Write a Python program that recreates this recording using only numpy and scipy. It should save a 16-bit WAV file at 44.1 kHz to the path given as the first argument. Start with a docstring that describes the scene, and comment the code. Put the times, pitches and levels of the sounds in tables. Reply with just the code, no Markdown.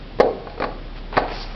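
"""First one deep, hollow bonk: a dog noses an empty plastic bottle on parquet in a narrow, bare hallway. A
quick triple rattle and a harder clack follow; the bottle scuffs the wood and at last the dog's paw scrapes with
a hiss. Each contact rings and cracks the shell and thumps the boards, and the hallway rings on over a low hum.
One small microphone stands in the hallway, recorded at a low sample rate, near enough to clip on the loudest
blows."""
import sys
import numpy as np
from scipy import signal
from scipy.fft import rfft, irfft, next_fast_len
from scipy.io import wavfile
from scipy.ndimage import uniform_filter1d, map_coordinates

SR = 44100
rng = np.random.default_rng(int(sys.argv[2]) if len(sys.argv) > 2 else 0)


def waveform_to_disk(signal):
    """Save audio, clipped to [-1, 1], as 16-bit WAV at the path in sys.argv[1]."""
    frames = np.transpose(np.atleast_2d(signal))
    scaled = np.clip(frames, -1, 1) * 32767
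    samples = np.round(scaled).astype(np.int16)
    wavfile.write(sys.argv[1], SR, samples)


N = 68355

# room tone at the microphone: f/Hz, level/dB
ROOM_TONE = [(30, -24.5), (50, -7), (90, -8), (280, -13), (660, -20.5), (1600, -27.5), (3500, -29),
             (5400, -35.5)]
# course of the low hum: t/s, level/dB
HUM_LEVEL = [(0, -38.5), (.25, -36), (.34, -43), (.58, -38.5), (.7, -34), (.8, -34), (1.55, -32)]
# decay of the hallway's diffuse tail: f/Hz, t60/s
TAIL_T60 = [(150, 0.98), (500, 0.5194), (1400, 0.874), (4000, 0.5054)]
# colour of that tail: f/Hz, level/dB
TAIL_COLOUR = [(150, -8), (300, 5.5), (400, 4.5), (480, -10), (600, 1.5), (780, 3), (950, -4.5),
               (1200, -6.5), (2500, -5), (5000, -3)]
# standing waves between the walls: f/Hz, peak level/dB, t60/s
STANDING_WAVES = [(255.94, -4, 0.16), (372.8, -2, 0.5), (436.8, -1, 0.41), (524.4, -4, 0.22), (609, -9, .8),
                  (674.4, 3.5, 1), (810.5, -5, 0.4)]
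# echoes off the near walls: delay/s, level/dB
WALL_ECHOES = [(.043, -20), (.058, -22), (.074, -20)]
# scuffs on the wood: start/s, rise/s, time to fall 20 dB/s (negative: it grows), level/dB, low cut/Hz
SCUFF_STROKES = [(0.939, 0.052, 0.0059, -38.5, 250), (1.118, 0.0407, 0.2133, -33, 720),
                 (1.269, 0.026, 0.3069, -35, 278), (1.488, 0.017, -2.75, -47, 248.8)]
# colour of a scuff: f/Hz, level/dB
SCUFF_COLOUR = [(150, -23.5), (400, 0), (1000, -1), (1600, -4.5), (2400, -4.5), (3500, -10), (5500, -23)]
# a light brush, then the long scrape of the dog's paw: t/s, level/dB
SCRAPE_LEVEL = [(.93, -70), (.97, -38.5), (1.03, -68), (1.26, -60), (1.325, -29.5), (1.38, -28.5),
                (1.425, -23), (1.47, -37), (1.55, -42.5)]
# hiss of the paw scraping: f/Hz, level/dB
SCRAPE_COLOUR = [(1000, -38.5), (3300, -9.5), (4400, 1), (5200, -2), (6000, 1.5)]
# modes of the hollow bottle against the boards: f/Hz, level/dB, t60/s
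BOTTLE_MODES = [(248.6, -28, 0.04), (372.2, -22, 0.075), (474.6, 0, 0.0507), (532.2, -10, 0.1394),
                (595.8, -4, 0.0374), (685.45, -7, 0.049), (730.85, -10, 0.077), (823.7, -9.5, 0.094),
                (929.6, -11, 0.037), (1104.6, -5.5, 0.0462), (1221.2, -9.5, 0.036), (1524.5, -10, 0.041),
                (1728.7, -15, 0.04), (1871.4, -17, 0.04), (2104, -16.5, 0.047), (2473, -15.5, 0.047)]
# crack of the shell: f/Hz, level/dB
CRACK_COLOUR = [(200, -16), (500, 13.5), (1200, 3), (2100, -2.5), (2650, -3), (3300, -11), (3850, -3),
                (4150, -1.5), (4500, -3.5), (4800, -9.5), (6000, -18.5)]
# bottle contacts: t/s, strength/dB, lowest excited f/Hz, brightness/Hz, crack trim/dB, thump trim/dB,
# send to the hallway/dB, pitch factor of the flexed shell
CONTACTS = [(0.188, -25.5, 297, 891, 2.5, -2.5, -8.5, 1), (0.2004, 2.5, 300.5, 690, -6.5, -12, 1, 1),
            (0.2052, -9, 1004, 1600, 2.5, -25.5, -13.5, 1), (0.470, -21, 680, 1180, -10.5, -6.5, -2.5, .98),
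            (0.498, -33, 506, 2622, 8, -4.5, 10, 1), (0.5776, -28, 352, 1200, 1, -10, -16.5, 1),
            (0.6014, -16.5, 387.8, 850, 0.5, 2.5, 5.5, 1.03), (0.6213, -11.5, 900, 2880, -3, -0.5, -6, .97),
            (0.6394, -10, 870, 1300, -0.5, -8, 1, 1.04), (0.6445, -18, 871, 1202, -6.5, -5.5, -0.5, .93),
            (1.126, -20, 837.3, 1470, -3.5, -7, 13.5, .92),
            (1.1681, -5, 999.6, 2500, -2.5, -13, -3.5, 1.01), (1.1763, -27, 1196, 2510, 12.5, -16, -7, 1),
            (1.176, -2, 602, 1650, -5, -14, -0.5, 1.01), (1.189, -29, 600, 1520, 15.5, -19.5, -15.5, 1),
            (1.217, -20, 700, 900, -20.5, -20.5, -2.5, 1), (1.285, -35, 400, 2130, 11.5, -0.5, 10.5, 1),
            (1.318, -29, 350, 1290, 3, 5.5, -5, 1), (1.362, -37.5, 500, 2000, 3.5, -42, -19.5, 1),
            (1.478, -50.5, 600, 2000, 16.5, 5.5, 3, 1)]

ROOM_TONE_DB, HUM_HZ, HUM_WAVER_HZ = -39, 34.6, .6
TAIL_DB, TAIL_FADE_DB_PER_S, HALL_BUILD_S, WALL_DULL_HZ = -3.5, 21, 0.012, 1080
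GRAIN_DB, GRAINS_PER_S = 2.5, 350
RING_S, RING_SCATTER_DB, ATTACK_S = .2, 2, 0.000239
CRACK_DB, CRACK_T60_S = -11, 0.0702
SNAP_DB, SNAP_T60_S = 6.5, 0.0035  # the first, sharpest part of the crack
THUMP_DB, THUMP_S = 11.5, 0.000486
BAND_HZ, BAND_ORDER, CLIP_LEVEL = 5400, 26, .71
BAND_EDGE_HZ, OVERTONE_DB, TOP_HZ = 6000, -9, 16100  # clipping overtones above the band come out weaker


def amp(db):
    """Decibels to gain."""
    return 10 ** (np.asarray(db) / 20)


def unit(x):
    """Scale to rms 1."""
    return x / np.sqrt(np.mean(x ** 2) + 1e-20)


def along(points, hz):
    """Read (f/Hz, value) points at hz, on a log axis."""
    f, values = np.transpose(points)
    return np.interp(np.log(hz + 1), np.log(f + 1), values)


def level(rows):
    """Gain per sample from (t/s, level/dB) points."""
    return amp(np.interp(np.arange(N) / SR, *np.transpose(rows)))


def wobble(rate):
    """A smooth random curve, rate knots a second."""
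    knots = rng.standard_normal(int(N * rate / SR) + 4)
    return map_coordinates(knots, [np.arange(N) * rate / SR])


def filtered(x, response):
    """x with its spectrum weighted by response(hz)."""
    size = next_fast_len(len(x) + len(x) // 2, real=True)
    return irfft(rfft(x, size) * response(np.fft.rfftfreq(size, 1 / SR)), size)[:len(x)]


def noise(colour, size=N):
    """Coloured noise of rms 1."""
    return unit(filtered(rng.standard_normal(size), lambda hz: amp(along(colour, hz))))


def lowpass(hz, corner_hz, order):
    """Gain of a flat low-pass; with the two frequencies swapped, a high-pass."""
    return 1 / np.sqrt(1 + (hz / corner_hz) ** (2 * order))


def delayed(x, s):
    """x starting s seconds later, N samples long."""
    return np.pad(x, (max(0, round(s * SR)), N))[:N]


def even(x):
    """x with the chance peaks and holes of its spectrum smoothed out."""
    spectrum = rfft(x, 2 * next_fast_len(len(x), real=True))
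    smooth = uniform_filter1d(np.abs(spectrum), size=300)
    return irfft(spectrum * smooth / (np.abs(spectrum) + 1e-12))[:len(x)]


def room_tone():
    """The hallway at rest: steady noise and a wavering low hum."""
    cycles = np.cumsum(HUM_HZ + HUM_WAVER_HZ * wobble(rate=6.6)) / SR
    hum = level(HUM_LEVEL) * unit(np.sin(2 * np.pi * cycles))
    return amp(ROOM_TONE_DB) * noise(ROOM_TONE) + hum


def hallway(x):
    """What the bare walls send back to the microphone: a diffuse tail, standing waves and dull echoes."""
    hz, t, bands = signal.stft(rng.standard_normal(SR), SR, nperseg=256)
    decay = amp(along(TAIL_COLOUR, hz)[:, None] - 60 * t / along(TAIL_T60, hz)[:, None])
    bands = bands * decay * (1 - np.exp(-t / HALL_BUILD_S))
    tail = even(signal.istft(bands, SR, nperseg=256)[1])
    t = np.arange(len(tail)) / SR
    response = amp(TAIL_DB - TAIL_FADE_DB_PER_S * t) * tail / (2 * np.linalg.norm(tail))
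    for wave_hz, db, t60 in STANDING_WAVES:
        swell = amp(-60 * t / t60) * (1 - np.exp(-t / HALL_BUILD_S))
        response += 2 * amp(db) * swell / swell.sum() * np.cos(2 * np.pi * wave_hz * t)
    dull = filtered(x, lambda f: lowpass(f, WALL_DULL_HZ, order=1))
    echoes = sum(amp(db) * delayed(dull, s) for s, db in WALL_ECHOES)
    return signal.fftconvolve(x, response)[:N] + echoes


def rubbing():
    """Plastic scuffs grainily on the wood, thinner when it barely touches, then the dog's paw scrapes with a
    hiss."""
    t = np.arange(N) / SR
    rub = level(SCRAPE_LEVEL) * noise(SCRAPE_COLOUR)
    grain = noise(SCUFF_COLOUR) * amp(GRAIN_DB * wobble(GRAINS_PER_S))
    for start, rise, fall, db, low_hz in SCUFF_STROKES:
        onset = np.clip((t - start) / rise, 0, 1)
        fade = amp(db - 20 * np.maximum(t - start - rise, 0) / fall)
        thinned = filtered(grain, lambda hz: lowpass(low_hz, hz + 1, order=3))
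        rub += onset * fade * unit(thinned)
    return rub + hallway(rub)


def bottle_knocks():
    """Each contact rings and cracks the shell and thumps the boards; place and hardness pick the modes."""
    direct, to_hall = np.zeros(N), np.zeros(N)
    t = np.arange(int(RING_S * SR)) / SR
    hz, mode_db, t60 = np.transpose(BOTTLE_MODES)
    decays = amp(-60 * t / t60[:, None]) * (-1) ** np.arange(len(hz))[:, None]  # modes alternate in sign
    push = (1 - t / THUMP_S) * np.exp(-t / THUMP_S)  # the boards give one low push
    burst = amp(-60 * t / CRACK_T60_S) + amp(SNAP_DB - 60 * t / SNAP_T60_S)
    attack = 1 - np.exp(-t / ATTACK_S)
    for start, db, low_hz, bright_hz, crack_db, thump_db, hall_db, pitch in CONTACTS:
        modes = np.sin(2 * np.pi * pitch * hz[:, None] * t) * decays
        excited = lowpass(hz, bright_hz, order=2) * lowpass(low_hz, hz, order=3)
        scatter_db = RING_SCATTER_DB * rng.standard_normal(len(hz))
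        ring = (amp(mode_db + scatter_db) * excited) @ modes
        crack = amp(CRACK_DB + crack_db) * burst * even(noise(CRACK_COLOUR, size=len(t)))
        thump = amp(THUMP_DB + thump_db) * push
        blow = delayed(amp(db) * (ring + crack + thump) * attack, start)
        direct += blow
        to_hall += amp(hall_db) * blow
    return direct + hallway(to_hall)


def scene():
    """Bottle and hallway as they reach the one microphone."""
    return (bottle_knocks() + room_tone() + rubbing())[None]


def record(dry):
    """A small microphone, recorded at a low sample rate that keeps only the lower band, whose signal clips on
    the hardest knocks."""
    narrow = filtered(dry[0], lambda hz: lowpass(hz, BAND_HZ, BAND_ORDER))
    clipped = np.clip(narrow, -CLIP_LEVEL, CLIP_LEVEL)
    shelf = lambda hz: np.maximum(lowpass(hz, BAND_EDGE_HZ, BAND_ORDER), amp(OVERTONE_DB))
    return filtered(clipped, lambda hz: shelf(hz) * (hz < TOP_HZ))[None]


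dry = scene()
out = record(dry)
waveform_to_disk(out)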